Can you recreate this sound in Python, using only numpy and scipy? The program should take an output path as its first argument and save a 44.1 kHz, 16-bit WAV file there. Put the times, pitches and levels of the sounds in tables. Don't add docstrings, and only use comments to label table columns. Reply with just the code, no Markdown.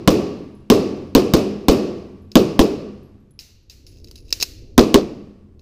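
import sys
import numpy as np
from scipy import signal
from scipy.fft import rfft, irfft, next_fast_len
from scipy.io import wavfile

SR = 44100
rng = np.random.default_rng(int(sys.argv[2]) if len(sys.argv) > 2 else 0)


def waveform_to_disk(signal):
    frames = np.transpose(np.atleast_2d(signal))
    scaled = np.clip(frames, -1, 1) * 32767
    samples = np.round(scaled).astype(np.int16)
    wavfile.write(sys.argv[1], SR, samples)


N = 247401
TIME_S = np.arange(N) / SR
ONE_SECOND = TIME_S[:SR]

# start in seconds, relative snap level in dB, edge click relative to the snap in dB.
CONTACTS = [(2.317, -32, -36), (4.044, -36, -21), (4.073, -41, -26), (4.084, -42.5, -20.5),
            (4.112, -35.5, -12), (4.157, -43, -28), (4.178, -46.5, -19), (4.306, -30.5, -20),
            (4.326, -2.5, -31.5), (4.4, -28, -17), (4.411, -21, -20), (4.418, -19, -21), (4.4257, -6, -17),
            (4.43, -16.5, -10.5), (5.594, -48, -34.5)]
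# frequency in Hz, nominal t60 in seconds.
HALL_T60 = [(60, 0.73), (180, 1.12), (350, 0.85), (700, 0.77), (1200, 0.99), (2700, 0.86), (5000, 0.75),
            (8000, 0.46), (14000, 0.13)]


def from_db(db):
    return 10 ** (np.asarray(db) / 20)


def rms_one(x):
    return x / np.sqrt(np.mean(x ** 2) + 1e-20)


def at_hz(points, hz):
    known_hz, values = np.transpose(points)
    return np.interp(np.log(np.maximum(hz, 1)), np.log(known_hz), values)


def noise(colour):
    size = next_fast_len(N)
    hz = np.linspace(0, SR / 2, size // 2 + 1)
    spectrum = rfft(rng.standard_normal(size)) * from_db(at_hz(colour, hz))
    return rms_one(irfft(spectrum, size)[:N])


def split_bands(x):
    size = next_fast_len(N)
    centres_hz = np.geomspace(60, 15000, 11)
    hz = np.linspace(0, SR / 2, size // 2 + 1)
    spectrum = rfft(x, size)
    for centre_hz in centres_hz:
        triangle = np.column_stack([centres_hz, centres_hz == centre_hz])
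        yield centre_hz, irfft(spectrum * at_hz(triangle, hz), size)[:N]


def dying(times_s, level_db, t60_s):
    level_db = level_db + 60 * np.minimum(times_s, 0) / t60_s
    samples = np.clip(np.round(times_s * SR).astype(int), 0, N - 1)
    energy = np.zeros(N)
    np.add.at(energy, samples, from_db(level_db) ** 2)
    energy_decay = from_db(-60 / (t60_s * SR)) ** 2
    return np.sqrt(signal.lfilter([1], [1, -energy_decay], energy + 1e-22))


def add(out, start_s, sound):
    start = int(np.clip(round(start_s * SR), 0, N - 1))
    out[start:start + len(sound)] += sound[:N - start]


def fade(t60_s):
    return from_db(-60 * ONE_SECOND / t60_s)


def ring(hz, t60_s):
    return np.sin(2 * np.pi * hz * ONE_SECOND) * fade(t60_s)


def resonate(x, hz, width_hz):
    radius = np.exp(-np.pi * width_hz / SR)
    zeros = np.array([1, 0, -1]) * (1 - radius * radius) / 2
    poles = [1, -2 * radius * np.cos(2 * np.pi * hz / SR), radius * radius]
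    return signal.lfilter(zeros, poles, x + 1e-18)


def body(force, resonances):
    return sum((-1) ** k * from_db(db) * resonate(force, hz, width_hz)
               for k, (hz, width_hz, db) in enumerate(resonances))


def flutter(depth_db, rate_hz):
    targets = rng.standard_normal(N)
    return from_db(depth_db * np.interp(TIME_S * rate_hz, np.arange(N), targets))


def hall(times_s, level_db, colour, decay, t60_share):
    return sum(band * dying(times_s, level_db, t60_share * at_hz(decay, hz))
               for hz, band in split_bands(noise(colour)))


def air(buffet_db, floor_db):
    # time in seconds, relative buffeting level in dB.
    motion = [(0, -49.5), (2.901, -47), (3.6, -53.5), (4.03, -39), (4.14, -41.5), (4.7, -36.5), (5.35, -48),
              (5.6, -42.5)]
    # frequency in Hz, relative level in dB.
    buffet_colour = [(20, -4.5), (65, -1), (100, -4.5), (170, -19), (350, -15), (520, -26.5), (900, -48.5),
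                     (2000, -67.5)]
    # frequency in Hz, relative level in dB.
    floor_colour = [(25, 2), (75, 1.5), (150, -8.5), (330, -13.5), (600, -32.5), (1000, -31), (1700, -36.5),
                    (2800, -39), (5200, -42.5), (8300, -48.5), (15000, -62.5)]
    s, motion_db = np.transpose(motion)
    level = from_db(np.interp(TIME_S, s, motion_db) + buffet_db)
    buffeting = level * noise(buffet_colour) * flutter(depth_db=-0.5, rate_hz=7.7)
    ventilation = from_db(-59.5 + floor_db) * noise(floor_colour)
    return buffeting + ventilation


def brass(t60_s, split_hz, tick_db, hall_width_hz):
    # start in seconds, relative level in dB, ring in Hz.
    cases = [(0.55, -66, 10900), (1.07, -74, 11000), (2.22, -72.5, 11300), (3.031, -68, 11400),
             (3.308, -62.5, 10850), (3.46, -68, 11550), (3.869, -58, 10880), (4.156, -57, 10720)]
    hop_s, hop_loss_db = .17, 11.0
    hall_db, hall_t60_s = -12.0, .6
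    out = np.zeros(N)
    for s, level_db, hz in cases:
        second_hz = hz + split_hz * rng.uniform(.5, 2)
        pair = ring(hz, t60_s) + ring(second_hz, t60_s) / 2
        tick = from_db(tick_db) * rng.standard_normal(SR) * fade(0.028)
        narrow = resonate(rng.standard_normal(SR), hz, hall_width_hz)
        blur = rms_one(resonate(narrow, hz, hall_width_hz))
        landing = pair + tick + from_db(hall_db) * blur * fade(hall_t60_s)
        add(out, s, from_db(level_db) * landing)
        add(out, s + hop_s, from_db(level_db - hop_loss_db) * landing)
    return out


def magazine_bounces(count):
    first_flight_s, restitution, bounce_loss_db = .3076, .546, 5.5
    edge_db, rattle_t60_s, hall_db = -27, 0.12, -12.5
    s, rows = 3.3904, []
    for k in range(count):
        level_db = -28.0 - bounce_loss_db * k
        rows.append((s, level_db, edge_db, rattle_t60_s, level_db + hall_db))
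        s += first_flight_s * restitution ** k
    return rows


def hand_contacts():
    rattle_t60_s = 0.032
    hall_db, hall_follows = -31.5, 0.72
    return [(s, db, edge_db, rattle_t60_s, hall_db + hall_follows * db) for s, db, edge_db in CONTACTS]


def grip_thumps():
    # frequency in Hz, width in Hz, relative level in dB.
    grip = [(340, 120, 0.5), (590, 130, -7)]
    level_db, follows = -19, 0.6
    s, snap_db, _ = np.transpose(CONTACTS)
    return body(dying(s, level_db + follows * snap_db, t60_s=0.0028), grip)


def scraping(ticks_per_s, tick_db, spread_db):
    # start in seconds, length in seconds, relative level in dB.
    scrapes = [(3.916, 0.1, -63), (4.155, 0.03, -52), (4.25, 0.11, -59), (4.40, 0.037, -41)]
    release_db_per_s = 446.5
    tick_gain = from_db(tick_db + spread_db * rng.uniform(-1, 1, N))
    catches = (rng.random(N) < ticks_per_s / SR) * tick_gain
    ticks = signal.lfilter([1], [1, -.975], catches + 1e-18)
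    strokes = np.zeros(N)
    for s, length_s, db in scrapes:
        released_s = np.clip(TIME_S - s - length_s, 0, 1)
        strokes += (TIME_S >= s) * from_db(db - release_db_per_s * released_s)
    return strokes * (from_db(1.5) + ticks)


def reloading(gain_db, snap_t60_s, rattle_db, grain_db, rub_hiss_db, thump_db):
    # frequency in Hz, width in Hz, relative level in dB.
    steel_modes = [(2650, 190, -2.5), (3920, 290, 0.5), (4800, 380, 3.5), (5360, 260, 5), (6480, 440, -4.5),
                   (8570, 500, -18.5), (11500, 500, -18.5), (13300, 460, -21.5), (14950, 320, -14.5)]
    # frequency in Hz, relative level in dB.
    room_colour = [(100, -12), (400, -1.5), (1000, -21), (2050, -11), (2800, -5), (3300, -11.5),
                   (4200, -0.5), (5300, -2.5), (6400, -3), (8500, -14), (15000, -10)]
    # frequency in Hz, nominal t60 in seconds.
    room_t60 = [(400, 0.44), (2700, .85), (5200, 0.74), (8500, .5), (14000, 0.45)]
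    s, snap_db, edge_db, rattle_t60_s, hall_db = np.transpose(hand_contacts() + magazine_bounces(count=3))
    force = scraping(ticks_per_s=93, tick_db=16.0, spread_db=3.5)
    edges = from_db(rub_hiss_db) * force
    for at_s, level_db, t60_s, bright_db in zip(s, snap_db, rattle_t60_s, edge_db):
        rattle = from_db(rattle_db) * fade(max(t60_s, .003))
        blow = from_db(level_db) * (fade(snap_t60_s) + rattle)
        add(force, at_s, blow)
        add(edges, at_s, from_db(bright_db) * blow)
    uneven = from_db(grain_db * rng.standard_normal(N))
    grains = rms_one(rng.standard_normal(N) * uneven)
    steel = from_db(gain_db) * (body(force * grains, steel_modes) + edges * grains)
    thumps = from_db(thump_db) * grip_thumps()
    return steel + thumps + hall(s + 0.0066, hall_db - 4.5, room_colour, room_t60, t60_share=0.9)


def tail(s, level_db):
    # frequency in Hz, relative level in dB.
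    late_colour = [(30, -24.5), (85, -7), (150, -7), (210, 0), (400, 5), (620, -8.5), (850, -18.5),
                   (1150, -22), (1500, -31), (2100, -30.5), (2700, -24), (3300, -30), (5000, -25.5),
                   (9000, -39), (15000, -29.5)]
    # frequency in Hz, width in Hz, relative level in dB, t60 in seconds.
    hall_modes = [(87, 6.1, -36.5, 3.3), (134, 6.2, -36, 2.4), (204.1, 6, -20.5, 1.33), (1133, 51, -34, 1),
                  (2550, 93, -33.5, 0.51)]
    ringing = np.zeros(N)
    for hz, width_hz, db, t60_s in hall_modes:
        mode = rms_one(resonate(rng.standard_normal(N), hz, width_hz))
        ringing += mode * dying(s, level_db + db, t60_s)
    diffuse = hall(s, level_db - 15.5, late_colour, HALL_T60, t60_share=0.99)
    return diffuse + from_db(-7.0) * ringing


def thuds(s, thud_db, thud_hz, t60_s):
    out = np.zeros(N)
    for at_s, level_db in zip(s, thud_db):
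        add(out, at_s, from_db(level_db) * ring(thud_hz, t60_s))
    return out


def booms(s, boom_db, pitch, lag_s, swell_s, hurry_s, settle_s):
    # frequency in Hz, relative level in dB, t60 in seconds.
    housing = [(147, -8.5, 0.014), (221, 10, 0.031), (303.5, -2.5, 0.078), (400, -1.5, 0.017),
               (787, -21.5, 0.12), (1057, -8, 0.035), (1700, -23, 0.034), (2890, -11.5, 0.014),
               (3670, -8, 0.011), (6400, -22, 0.037), (7620, -17, 0.0078)]
    out = np.zeros(N)
    swell = 1 - np.exp(-ONE_SECOND / swell_s)
    clock_s = ONE_SECOND + hurry_s * (1 - np.exp(-ONE_SECOND / settle_s))
    for at_s, level_db, factor in zip(s, boom_db, pitch):
        for hz, db, t60_s in housing:
            if hz < 500:
                mode = swell * np.sin(2 * np.pi * hz * factor * clock_s) * fade(t60_s)
            else:
                mode = ring(hz, t60_s)
            add(out, at_s + lag_s, from_db(level_db + db) * mode)
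    return out


def cracks(s, crack_db, gain_db, echo_gain_db, t60_s, echo_t60_s, path_spread, wall_cut_hz):
    # frequency in Hz, relative level in dB.
    crack_colour = [(300, 13), (1000, 5), (1900, -4.5), (3000, 7), (4500, 3.5), (6500, -2), (9000, -21.5),
                    (12000, -8), (15000, -3)]
    # nominal delay in seconds, relative level in dB.
    reflections = [(.005, -9), (.0085, -19.5), (0.0129, -11), (0.022, -27)]
    front = from_db(gain_db) * dying(s, crack_db, t60_s) * noise(crack_colour)
    power = 0
    for delay_s, echo_db in reflections:
        paths_s = delay_s * (1 + path_spread * rng.uniform(-0.25, 1, len(s)))
        power = power + dying(s + paths_s, crack_db + echo_db, echo_t60_s) ** 2
    scattered = np.sqrt(power) * noise(crack_colour) * flutter(depth_db=1.5, rate_hz=1100)
    walls = signal.butter(1, min(wall_cut_hz, .45 * SR), fs=SR, output="sos")
    return front + from_db(echo_gain_db) * signal.sosfilt(walls, scattered)


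def shots():
    # start in seconds, relative blast level in dB, boom pitch factor,
    # relative pressure thud level in dB, relative hall tail level in dB.
    shot_rows = [(0.076, 0, 0.95, -14, 2.5), (0.7009, 1, 1, -21.5, 2.5), (1.1501, 2.5, 1.14, -5.5, 0.5),
                 (1.3371, -2.5, 0.8, -12, -0.5), (1.6837, 0.5, 0.89, -3, 2), (2.3551, 4.5, 1.03, -3, 0.5),
                 (2.5925, 1, 1.2, -1.5, -1.5), (4.7793, 7.5, 1.1, 1, -0.5), (4.9430, 2, 1.01, -6.5, -9.5)]
    # time in seconds, relative hall tail level in dB.
    earlier_shot = (-0.31, 1.5)
    # frequency in Hz, relative level in dB.
    early_colour = [(30, -9.5), (80, -9), (150, -11.5), (220, 5), (420, 8), (620, -5.5), (850, -18),
                    (1100, -12.5), (1600, -29), (5000, -21), (9000, -31.5), (15000, -35)]
    near_db, near_follows = -5, 0.61
    s, blast_db, pitch, thud_db, late_db = np.transpose(shot_rows)
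    crack = cracks(s, blast_db, gain_db=1.5, echo_gain_db=-3.0, t60_s=0.0076, echo_t60_s=0.023,
                   path_spread=0.13, wall_cut_hz=9400)
    boom = booms(s, blast_db + 0.3, pitch, lag_s=.0011, swell_s=0.0023, hurry_s=0.00098, settle_s=0.0015)
    thud = thuds(s + 0.0076, thud_db, thud_hz=44.0, t60_s=0.058)
    near = hall(s + 0.0054, near_db + near_follows * blast_db, early_colour, HALL_T60, t60_share=0.24)
    near = near * flutter(depth_db=3.0, rate_hz=320)
    far = tail(np.append(s, earlier_shot[0]) + 0.028, np.append(late_db, earlier_shot[1]))
    return crack + boom + thud + near + far


def scene():
    background = air(buffet_db=-2.5, floor_db=0.0)
    cases = brass(t60_s=0.19, split_hz=25, tick_db=1.5, hall_width_hz=200)
    reload = reloading(gain_db=5.0, snap_t60_s=0.0079, rattle_db=-5.5, grain_db=0.5,
                       rub_hiss_db=-22.5, thump_db=9.0)
    return (background + cases + reload + shots())[None]


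def record(dry):
    limit, stopband_hz = .96, 16150
    flattened = dry / (1 + (dry / limit) ** 4) ** (1 / 4)
    return signal.sosfilt(signal.cheby2(14, 70, stopband_hz, fs=SR, output="sos"), flattened)


dry = scene()
out = record(dry)
waveform_to_disk(out)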